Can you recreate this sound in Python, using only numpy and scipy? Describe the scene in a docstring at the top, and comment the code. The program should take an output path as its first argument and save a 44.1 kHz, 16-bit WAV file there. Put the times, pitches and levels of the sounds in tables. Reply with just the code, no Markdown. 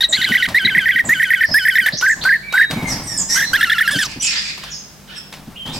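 """A hand-fed nestling begs close by in rapid trills and single peeps, from a straw-lined tub.
Its syrinx flips between loud high notes and soft low sags; throat and beak colour the harmonics.
The chick gulps, shuffles in the straw and bumps the tub.
Further off, other birds whistle, chip, squawk and screech in a hard-walled, ventilated room."""
import sys
import numpy as np
from scipy import signal
from scipy.fft import rfft, irfft
from scipy.io import wavfile
from scipy.ndimage import uniform_filter1d, map_coordinates

SR = 44100
rng = np.random.default_rng(int(sys.argv[2]) if len(sys.argv) > 2 else 0)


def master(y):
    """Save y as 16-bit WAV."""
    cut = np.clip(np.atleast_2d(y).T, -1, 1)
    pcm = np.round(cut * 32767)  # scale
    wavfile.write(sys.argv[1], SR, pcm.astype(np.int16))


N = 255339
TOP_HZ = 16000

# (start [s], end [s], low register [Hz], its level [dB], its octave [dB], opening buzz [0-1],
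#  upper harmonics [dB], rasp [0-1])
TRILLS = [(0, 0.068, 1550, -23.5, -24, 0, -33, 0.6), (0.123, .474, 1500, -24, -22.5, 0.18, -38.5, 0.95),
          (.546, 1.023, 1538, -20.5, -26, 0.07, -44, .49), (1.081, 1.466, 1514, -22, -28.5, 0.1, -42, 0.45),
          (1.532, 1.901, 1517, -21, -26.5, 0.02, -38, 0.18),
          (3.53, 3.912, 1378, -23.5, -26.5, 0.08, -38.5, 0.63)]
# (time [s], length [s], pitch [Hz], level [dB], octave [dB], opening buzz [0-1],
#  upper harmonics [dB], rasp [0-1])
PEEPS = [(2.021, 0.13, 1523, -12, -45, 0.2, -48, 0.1), (2.248, 0.13, 1551, -11.5, -56, 0.23, -48.5, 0.28),
         (2.535, 0.13, 1536, -11.5, -46, 0.2, -45.5, 0.8), (3.355, 0.11, 1557, -15.5, -28, 0.2, -35.5, 1)]


def chick():
    """Begging calls: trills, single peeps and a closing hoarse whine."""
    # (time [s], pitch [Hz], glide [Hz], level [dB], octave [dB], bow [ratio])
    whine = [(3.902, 1714, 125, -21.5, -23.5, -0.11), (3.934, 1550, -200, -22, -24, 0.26),
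             (3.989, 1700, -400, -18, -22.5, -0.12), (4.04, 1142, -400, -30.5, -49, 0)]
    out = np.zeros(N)
    for start, end, low_hz, low_db, low_octave_db, buzz, upper_db, rasp in TRILLS:
        notes = trill_notes(start, end, low_hz, low_db, low_octave_db)
        add(out, notes[0, 0], syrinx(notes, end, buzz, upper_db, rasp))
    for s, length, hz, db, octave_db, buzz, upper_db, rasp in PEEPS:
        notes = peep_notes(s, length, hz, db, octave_db)
        add(out, s, syrinx(notes, s + length, buzz, upper_db, rasp, flick_hz=296, flick_s=0.00141,
                           flick_db=-12.5, bite_db=-2, kick_db=3, half_db=-25))
    add(out, whine[0][0], syrinx(np.array(whine, float), end_s=4.075, buzz=0.45, upper_db=-27, rasp=1.0,
                                 flick_hz=101, flick_db=0, harmonics=6))
    return out


def trill_notes(start, end, low_hz, low_db, low_octave_db):
    """About nine beats a second: each leaps high, may break and rebound, then sags until the next."""
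    # (time [s], length [s], break after [s] or 0 if whole, pitch [Hz], level [dB], octave [dB],
    #  octave change at rebound [dB])
    all_beats = [(.005, .062, .021, 1904, -22.5, -12.5, 3), (0.122, 0.046, 0, 1981, -19, -12, 0),
                 (0.215, 0.041, 0.018, 1840, -16.5, -14.5, 3), (0.319, .053, .023, 1854, -14, -25.5, -4.5),
                 (0.424, .047, 0.029, 1864, -14, -22.5, 5), (0.543, 0.045, 0, 1932, -10.5, -23, 0),
                 (0.648, 0.049, 0.02, 1923, -15, -11, -23), (0.749, 0.045, 0.021, 1837, -12, -43, -4),
                 (0.857, 0.055, .024, 1799, -12.5, -48, -1), (0.959, .06, 0.025, 1857, -13, -37, 0),
                 (1.09, 0.049, 0, 1894, -11, -47, 0), (1.198, 0.048, 0.022, 1767, -13, -47, 11),
                 (1.304, 0.047, 0.023, 1798, -11.5, -53, 4), (1.408, .056, .019, 1783, -12.5, -56, 9),
                 (1.541, 0.047, 0, 1780, -10.5, -58, 0), (1.652, .05, .022, 1726, -12, -45, -6),
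                 (1.754, .051, 0.021, 1755, -11.5, -19.5, -22), (1.86, 0.054, 0.017, 1734, -12, -20, -22),
                 (3.53, 0.037, 0, 1654, -12, -22.5, 0), (3.609, 0.039, 0.011, 1630, -13.5, -18, 1.5),
                 (3.697, 0.04, 0.012, 1636, -14, -14.5, -5), (3.782, 0.046, 0.017, 1666, -13.5, -15, -20),
                 (3.876, 0.029, 0.021, 1602, -12, -24, 0)]
    high_bow, low_bow, break_s = 0.24, 0.39, 0.0085  # bow: upward pitch curve at a note's ends
    whole_glide_hz, broken_glide_hz, sag_glide_hz = 257, -30, -208.5
    beats = [beat for beat in all_beats if start - 0.02 < beat[0] < end]
    notes = []
    for k, (s, length, first_s, hz, db, octave_db, change_db) in enumerate(beats):
        last = k == len(beats) - 1
        notes.append((s, hz, broken_glide_hz if first_s else whole_glide_hz, db, octave_db, high_bow))
        rebound_s = s + first_s + break_s
        if first_s and rebound_s < end:
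            step_hz, glide_hz = (0, -143) if last else (120.8, 164)
            notes.append((s + first_s, low_hz, 0, low_db + 4, low_octave_db + 3.5, low_bow))
            notes.append((rebound_s, hz + step_hz, glide_hz, db + 1.7, octave_db + change_db, high_bow))
        if not last:
            notes.append((s + length, low_hz, sag_glide_hz, low_db, low_octave_db, low_bow))
    return np.array(notes, float)


def peep_notes(s, length, hz, db, octave_db, quaver_s=0.0111, fall_hz=91.5, glide_hz=-130):
    """A peep climbs in three steps, then quavers down and fades."""
    # held note, scoop, crest: (start [share of length], pitch [ratio], glide [Hz], level [dB], bow [ratio])
    climb = [(0, 1, 66, -0.5, 0.098), (.325, 1.04, -200, 0.2, 0.62), (0.591, 1.16, 60, 0.5, .3)]
    notes = [(s + share * length, hz * ratio, glide, db + step_db, octave_db, bow)
             for share, ratio, glide, step_db, bow in climb]
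    for k, at in enumerate(np.arange(0.73 * length, length - quaver_s / 2, quaver_s)):
        fade_db = 1.5 * (k + 1)
        notes.append((s + at, 1.18 * hz - k * fall_hz, glide_hz, db - fade_db, octave_db - fade_db, 0))
    return np.array(notes, float)


def syrinx(notes, end_s, buzz, upper_db, rasp, flick_hz=400, flick_s=0.0013, flick_db=-9, kick_db=4,
           bite_db=11, half_db=-16, scoop_hz=220, hoarse_db=-18, harmonics=11):
    """One call: the syrinx jumps between two registers, and the pitch flicks up at every jump."""
    edges_s = np.append(notes[:, 0], end_s) - notes[0, 0]
    edges = np.maximum.accumulate(np.round(edges_s * SR).astype(int))
    n = edges[-1]
    index = np.repeat(np.arange(len(notes)), np.diff(edges))
    _, pitch_hz, glide_hz, level_db, octave_db, bow = notes[index].T
    since_s, until_s = (np.arange(n) - edges[index]) / SR, (edges[index + 1] - np.arange(n)) / SR
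    position = since_s / (since_s + until_s) - 0.5
    opening, closing = index == 0, index == len(notes) - 1
    loud = np.clip((level_db + 21.5) / 11, 0, 1)  # the high register is loud and bright
    soft = 1 - loud
    flick = np.exp(-since_s / flick_s) * ~opening + np.exp(-until_s / flick_s) * ~closing
    hz = pitch_hz * (1 + bow * position ** 2) + glide_hz * position + flick_hz * flick * (0.26 + loud)
    hz -= scoop_hz * opening * np.exp(-since_s / 0.00578)
    phase = turn(uniform_filter1d(hz, size=40) * (1 + 0.018 * rasp * wander(n, 700)))

    # a flick carries the pitch past the throat resonance: the tone dips, then a loud note kicks in
    shape_db = flick_db * flick ** 2 + loud * (0.5 + kick_db * np.exp(-since_s / 0.0056)) - 1.5 * soft
    edge_db = bite_db * loud * np.exp(-since_s / 0.0032)  # scratchy onset of a leap
    bright_db = upper_db + flick_db * flick - 6 * soft + edge_db + 2 * opening
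    first, second, upper = (uniform_filter1d(undb(db), size=50)
                            for db in (level_db + shape_db, octave_db + flick_db * flick, bright_db))
    voice = first * np.sin(phase) * undb(2.4 * rasp * wander(n, 400))
    # open-beak resonances on the octave: (frequency [Hz], gain [dB])
    beak = [(2700, -3.5), (3250, 1.5), (3550, -7), (3950, 1), (4400, -9.5), (5000, -20)]
    octave = np.sin(2 * phase + 0.57 * rasp * wander(n, 900))
    voice += second * gain_at(2 * hz, beak) * octave * undb(2 * wander(n, 291.2))
    # the soft register leaks a half-order tone; its uneven cycles smear the overtones
    voice += first * soft * undb(half_db) * wander(n, 201.8) * np.sin(3 * phase / 2)
    uneven_phase = phase + (0.1 * rasp + 0.2 * soft) * wander(n, 1200)

    # throat and beak on the upper harmonics: (frequency [Hz], gain [dB])
    throat = [(4400, 20), (5400, 15), (6500, -0.5), (8000, 0), (9200, -0.5), (10500, -5.5), (12500, 1),
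              (15500, -13)]
    # a nearly shut beak (weak octave) also muffles harmonics 3 and 4
    muffle = undb(-9 * np.clip((level_db - octave_db) / 30, 0, 1))
    for k in range(3, harmonics + 1):
        # brief closure of the syrinx feeds mostly the highest harmonics
        closure = min(k / 5.5, 1) ** 2 * (0.7 + 0.6 * loud) * undb(4 * wander(n, 120))
        tract = (muffle if k < 5 else 1) * gain_at(k * hz, throat) * (k * hz < TOP_HZ)
        voice += upper * closure * tract * np.sin(k * uneven_phase)
    membrane = np.sin(turn(430 * (1 + 0.314 * wander(n, 211))))
    voice *= 1 + buzz * opening * (1 - position) * membrane
    air = (0.3 + 0.6 * rasp) * upper * band(rng.standard_normal(n), 3000, 14000)
    air += rasp * np.sqrt(first + second) * undb(hoarse_db) * band(rng.standard_normal(n), 1900, 4400)
    return (np.sqrt(2) * voice + air) * swell(n, 0.004 + 0.022 * abs(buzz), 0.018)


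def gulps(length_s=0.063, delay_s=0.017, level_db=-38.5):
    """Air rings low in the open throat after each trill."""
    out, n = np.zeros(N), int(length_s * SR)
    for _, end, *_ in TRILLS:
        ring = band(rng.standard_normal(n), 536, 660) * swell(n, 0.01, 0.052)
        add(out, end + delay_s, undb(level_db) * unit(ring))
    return out


def bumps(decay_s=0.017, gain_db=-2, feeding_s=2.2, jostles_per_s=7):
    """Wings and body hit the tub, with light jostling during feeding: dull, quickly damped thuds."""
    # (time [s], level [dB])
    blows = [(.183, -26), (.295, -13), (.642, -16), (0.756, -21), (0.94, -24), (1.075, -18.5), (1.498, -20),
             (1.93, -16.5), (2.758, -13), (2.819, -12), (3.95, -11.5), (4.158, -20), (5.471, -22)]
    out, t = np.zeros(N), np.arange(SR // 8) / SR
    draws = rng.random((int(feeding_s * jostles_per_s), 2))
    jostles = [(when * feeding_s, -35 + 6 * size) for when, size in draws]
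    for s, db in blows + jostles:
        thud = band(rng.standard_normal(len(t)) * t * np.exp(-2 * t / decay_s), 121, 257)
        add(out, s, undb(db + gain_db) * thud / np.abs(thud).max())
    return out


def scuffs(decay_s=0.0035, tail_s=0.048, tail_db=-14):
    """Dry scuffs of straws and of the opening beak, each with a brief rustling tail."""
    # (time [s], peak [dB])
    straws = [(0.286, -16), (.485, -14.5), (1.86, -13.5), (2.707, -10.5), (4.576, -22.5), (4.634, -21),
              (5.324, -19.5), (5.335, -22.5), (5.659, -23), (5.674, -26)]
    beak = [(s + 0.005, -18.5) for s, *_ in TRILLS] + [(s - 0.012, -14.5) for s, *_ in PEEPS]
    spectrum_hz_db = [(200, 3.0), (900, 12.0), (4000, 12.0), (8000, 0.5), (15000, -6.5)]
    out, t = np.zeros(N), np.arange(SR // 10) / SR
    for s, db in straws + beak:
        crack = colour(rng.standard_normal(len(t)), spectrum_hz_db)
        crack *= np.exp(-t / decay_s) + undb(tail_db) * np.exp(-t / tail_s)
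        crack *= swell(len(t), 0.005, 0.03)
        add(out, s, undb(db) * crack / np.abs(crack).max())
    return out


def straw(spread_db=4, slips_per_s=7000):
    """Dense tiny slips of dry stalks as the chick shuffles."""
    # (time [s], length [s], level [dB])
    shuffles = [(0, 1.9, -53), (0.104, 0.42, -42), (0.622, 0.33, -42), (0.476, 0.1, -33),
                (1.036, 0.085, -31.5), (1.484, 0.088, -32.5), (2.159, 0.16, -34.5), (2.7, 0.45, -26.5),
                (3.058, 0.79, -35.5), (3.867, 0.55, -40.5), (5.369, 0.27, -42), (5.653, 0.19, -31.5)]
    # straw coloured by the tub: (frequency [Hz], gain [dB])
    spectrum = [(60, 8), (170, 15), (270, 11.5), (400, -0.5), (900, 4.5), (1400, -3.5), (5000, -13),
                (9000, -19.5), (15000, -21.5)]
    effort = np.zeros(N)
    for s, length, db in shuffles:
        add(effort, s, undb(db) * swell(int(length * SR), 0.002, length / 2))
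    slips = (rng.random(N) < slips_per_s / SR) * rng.choice([-1, 1], N)
    sizes = undb(spread_db * np.minimum(rng.exponential(size=N), 4))
    return colour(slips * sizes, spectrum) * effort * undb(2.2 * wander(N, 60))


def whistles(jitter=0.085):
    """Gliding notes of other birds; fast pitch jitter turns the rough ones into rasps."""
    # (time [s], length [s], start [Hz], end [Hz], level [dB], roughness [factor])
    calls = [(1.449, 0.07, 4850, 5100, -33, 0.79), (1.508, 0.036, 5120, 5174, -20.5, 0.27),
             (1.918, 0.043, 4006, 5300, -27, 1.1), (1.967, 0.029, 5230, 6010, -21.5, 0.82),
             (2.208, 0.04, 3470, 4920, -26.5, 0.68), (2.426, 0.115, 2297, 2322, -35, 0.23),
             (2.498, 0.21, 3807, 3817, -37, 0.11), (2.739, .14, 2284, 2090, -34, 0.35),
             (3.031, 0.1, 8920, 7840, -33.5, 0.5), (3.436, 0.059, 3950, 4170, -30.5, 0.47),
             (4.196, 0.022, 5810, 6020, -23.5, 0.04), (4.267, 0.045, 5060, 5580, -25, 0.17),
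             (4.357, 0.0398, 4450, 5280, -23, 0.05), (4.708, 0.053, 5920, 4950, -30, 0.44),
             (4.698, 0.12, 6870, 6280, -36, 0.24), (5.553, 0.026, 2604, 3250, -36.5, 0.56),
             (5.586, 0.079, 3176, 3020, -35.5, 0.11), (5.652, 0.1, 3150, 3980, -38.5, 0.37)]
    out = np.zeros(N)
    for s, length, from_hz, to_hz, db, rough in calls:
        n = int(length * SR)
        hz = np.linspace(from_hz, to_hz, n) * (1 + jitter * rough * wander(n, 1480))
        tone = np.sin(turn(hz)) * undb(4.7 * rough * wander(n, 476))
        add(out, s, undb(db) * unit(tone * swell(n, 0.0083, 0.0049)))
    return out


def chips(from_hz=8500, to_hz=6900, sweep_s=0.0202, spacing_s=0.018, step_db=-0.5):
    """Each chip is three quick overlapping downsweeps, each lower than the last."""
    # (time [s], level [dB])
    calls = [(0.086, -23.5), (1.048, -26), (2.08, -27.5), (3.173, -16.5), (4.221, -17)]
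    out, n = np.zeros(N), int(sweep_s * SR)
    for s, db in calls:
        for k in range(3):
            hz = np.linspace(from_hz, to_hz, n) * (1 - 0.043 * k) * (1 + 0.043 * wander(n, 2000))
            sweep = unit(np.sin(turn(hz)) * swell(n, 0.006, 0.005))
            add(out, s + k * spacing_s, undb(db + k * step_db) * sweep)
    return out


def squawks(jitter=0.1073, settle_power=1.6):
    """Harmonic calls whose pitch slides and settles; jitter smears the rough ones."""
    # (time [s], length [s], start [Hz], end [Hz], level [dB], roughness [0-1])
    calls = [(2.857, 0.1, 2277, 1700, -25, 0.45), (3.054, 0.17, 2007, 1658, -27.5, 0.19),
             (3.28, 0.11, 1829, 1997, -17.5, 0.51), (5.149, 0.0612, 2806, 2566, -35, 0.22),
             (5.719, 0.075, 2695, 2410, -33, 0.7)]
    # (frequency [Hz], gain [dB])
    spectrum = [(1000, -30), (2100, -1.5), (3600, -17.5), (5500, 10), (6900, -1), (8500, 1.5), (10000, -14),
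                (11700, -12.5), (15000, -32)]
    out = np.zeros(N)
    for s, length, from_hz, to_hz, db, rough in calls:
        n = int(length * SR)
        hz = to_hz + (from_hz - to_hz) * np.linspace(1, 0, n) ** settle_power
        phase = turn(hz * (1 + jitter * rough * (wander(n, 2500) + 0.5 * wander(n, 197.2))))
        tone = sum(gain_at(k * hz, spectrum) * (k * hz < TOP_HZ) * np.sin(k * phase)
                   for k in range(1, 10))
        call = unit(tone) + 0.5 * rough * colour(rng.standard_normal(n), spectrum)
        add(out, s, undb(db) * unit(call * swell(n, 0.03, 0.03)))
    return out


def screeches(jitter=0.1425, flutter_db=3, harmonics_db=(-3, 1, -4)):
    """A chaotic syrinx: three smeared harmonics slide down and flutter."""
    # (time [s], length [s], start [Hz], end [Hz], level [dB])
    calls = [(3.999, .16, 2596, 2426, -35), (4.202, 0.13, 3015, 2245, -23.5),
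             (4.299, 0.12, 2257, 1686, -26.5), (4.414, 0.12, 2392, 2088, -30.5),
             (4.599, 0.13, 1708, 1680, -41), (5.07, 0.12, 1719, 1590, -41)]
    out = np.zeros(N)
    for s, length, from_hz, to_hz, db in calls:
        n = int(length * SR)
        smear = 1 + jitter * wander(n, 2500) + 0.0514 * wander(n, 151.7)
        phase = turn(np.linspace(from_hz, to_hz, n) * smear)
        call = sum(gain * np.sin(k * phase) for k, gain in enumerate(undb(harmonics_db), 1))
        call *= undb(flutter_db * wander(n, 153))
        add(out, s, undb(db) * unit(call * swell(n, 0.01, 0.042)))
    return out


def room(x, t60_s=0.81, treble_t60_s=0.86, early_db=5, early_s=0.031):
    """Strong early reflections, then the diffuse echo of hard walls."""
    t = np.arange(SR) / SR
    noise = rng.standard_normal((2, SR))
    tail = band(noise, 130, 4500) * undb(-60 * t / t60_s)
    tail += band(noise, 10530, 12100) * undb(-60 * t / treble_t60_s)
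    tail *= swell(SR, 0.0015, 0.1) * (1 + undb(early_db) * np.exp(-t / early_s))
    return signal.fftconvolve(x[None], unit(tail) / np.sqrt(SR), axes=1)[:, :N]


def ventilation(air_db=-45, hum_db=-49, width=0.73):
    """Air rumble with a faint wavering hum."""
    # (frequency [Hz], gain [dB])
    spectrum = [(25, -62), (55, -5), (95, -8), (165, -3.5), (400, -13), (1000, -16.5), (3000, -22),
                (15000, -29.5)]
    t = np.arange(N) / SR
    centre = colour(rng.standard_normal(N), spectrum)
    sides = colour(rng.standard_normal((2, N)), spectrum)
    hum = sum(undb(3 * wander(N, 10)) * np.sin(2 * np.pi * hz * t) for hz in (50, 148, 198))
    return undb(air_db) * (centre + width * sides) + undb(hum_db) * place(hum, 3.4)


def undb(db):
    """Decibels to gain."""
    return 10 ** (np.asarray(db) / 20)


def unit(x):
    """Scale to rms 1."""
    return x / np.sqrt(np.mean(x ** 2) + 1e-18)


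def gain_at(hz, points):
    """Gain of a (Hz, dB) spectrum at the given frequencies."""
    f, db = np.transpose(points)
    return undb(np.interp(np.log(np.maximum(hz, 1)), np.log(f), db))


def colour(x, points):
    """Filter by a (Hz, dB) spectrum; rms 1."""
    n = x.shape[-1]
    return unit(irfft(rfft(x) * gain_at(np.fft.rfftfreq(n, 1 / SR), points), n))


def band(x, lo_hz, hi_hz):
    """Causal band-pass."""
    sos = signal.butter(2, [lo_hz, min(hi_hz, SR / 2 - 1)], "band", fs=SR, output="sos")
    return signal.sosfilt(sos, x)


def wander(n, rate_hz):
    """Random drift of spread 1 with rate_hz new values a second."""
    steps = np.arange(n) * rate_hz / SR
    return map_coordinates(rng.standard_normal(int(steps[-1]) + 2), [steps], order=1) * np.sqrt(3 / 2)


def swell(n, rise_s, fall_s):
    """Envelope with rounded start and end."""
    t = np.arange(n) / SR
    return np.sin(np.pi / 2 * np.clip(np.minimum(t / rise_s, (t[-1] - t) / fall_s), 0, 1)) ** 2


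def add(out, s, x):
    """Mix x into out at time s."""
    i = max(int(s * SR), 0)
    out[i:i + len(x)] += x[:max(len(out) - i, 0)]


def turn(hz):
    """Phase of a moving frequency."""
    return 2 * np.pi * np.cumsum(hz) / SR


def place(x, pan_db):
    """Pan by level, left minus right."""
    return x * undb(np.array([[pan_db], [-pan_db]]) / 2)


def scene():
    """The nest is close and dry; the other birds arrive mostly by way of the walls."""
    voice = chick()
    birds = whistles() + chips() + squawks() + screeches()
    nest = bumps() + gulps() + scuffs() + straw()
    # the tub's wall throws the treble unevenly to the two sides
    bounce = undb(-5.5) * np.roll(band(voice + nest, 7000, 16000), 9)
    treble = undb(-11) * band(voice + nest, 5000, 20000)
    near = place(voice, -1.43) + place(nest, 0.4) + (bounce + treble) * np.array([[-1], [1]])
    near_echo = undb(-20.5) * room(voice) + undb(-25) * room(nest)
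    far = undb(-3) * place(birds, -3.1) + undb(0.5) * place(room(birds), -1.4)
    return near + near_echo + far + ventilation()


def record(dry):
    """Clip at full scale, then low-pass."""
    return signal.sosfilt(signal.ellip(10, 0.2, 80, TOP_HZ, fs=SR, output="sos"), np.clip(dry, -1, 1))


dry = scene()
out = record(dry)
master(out)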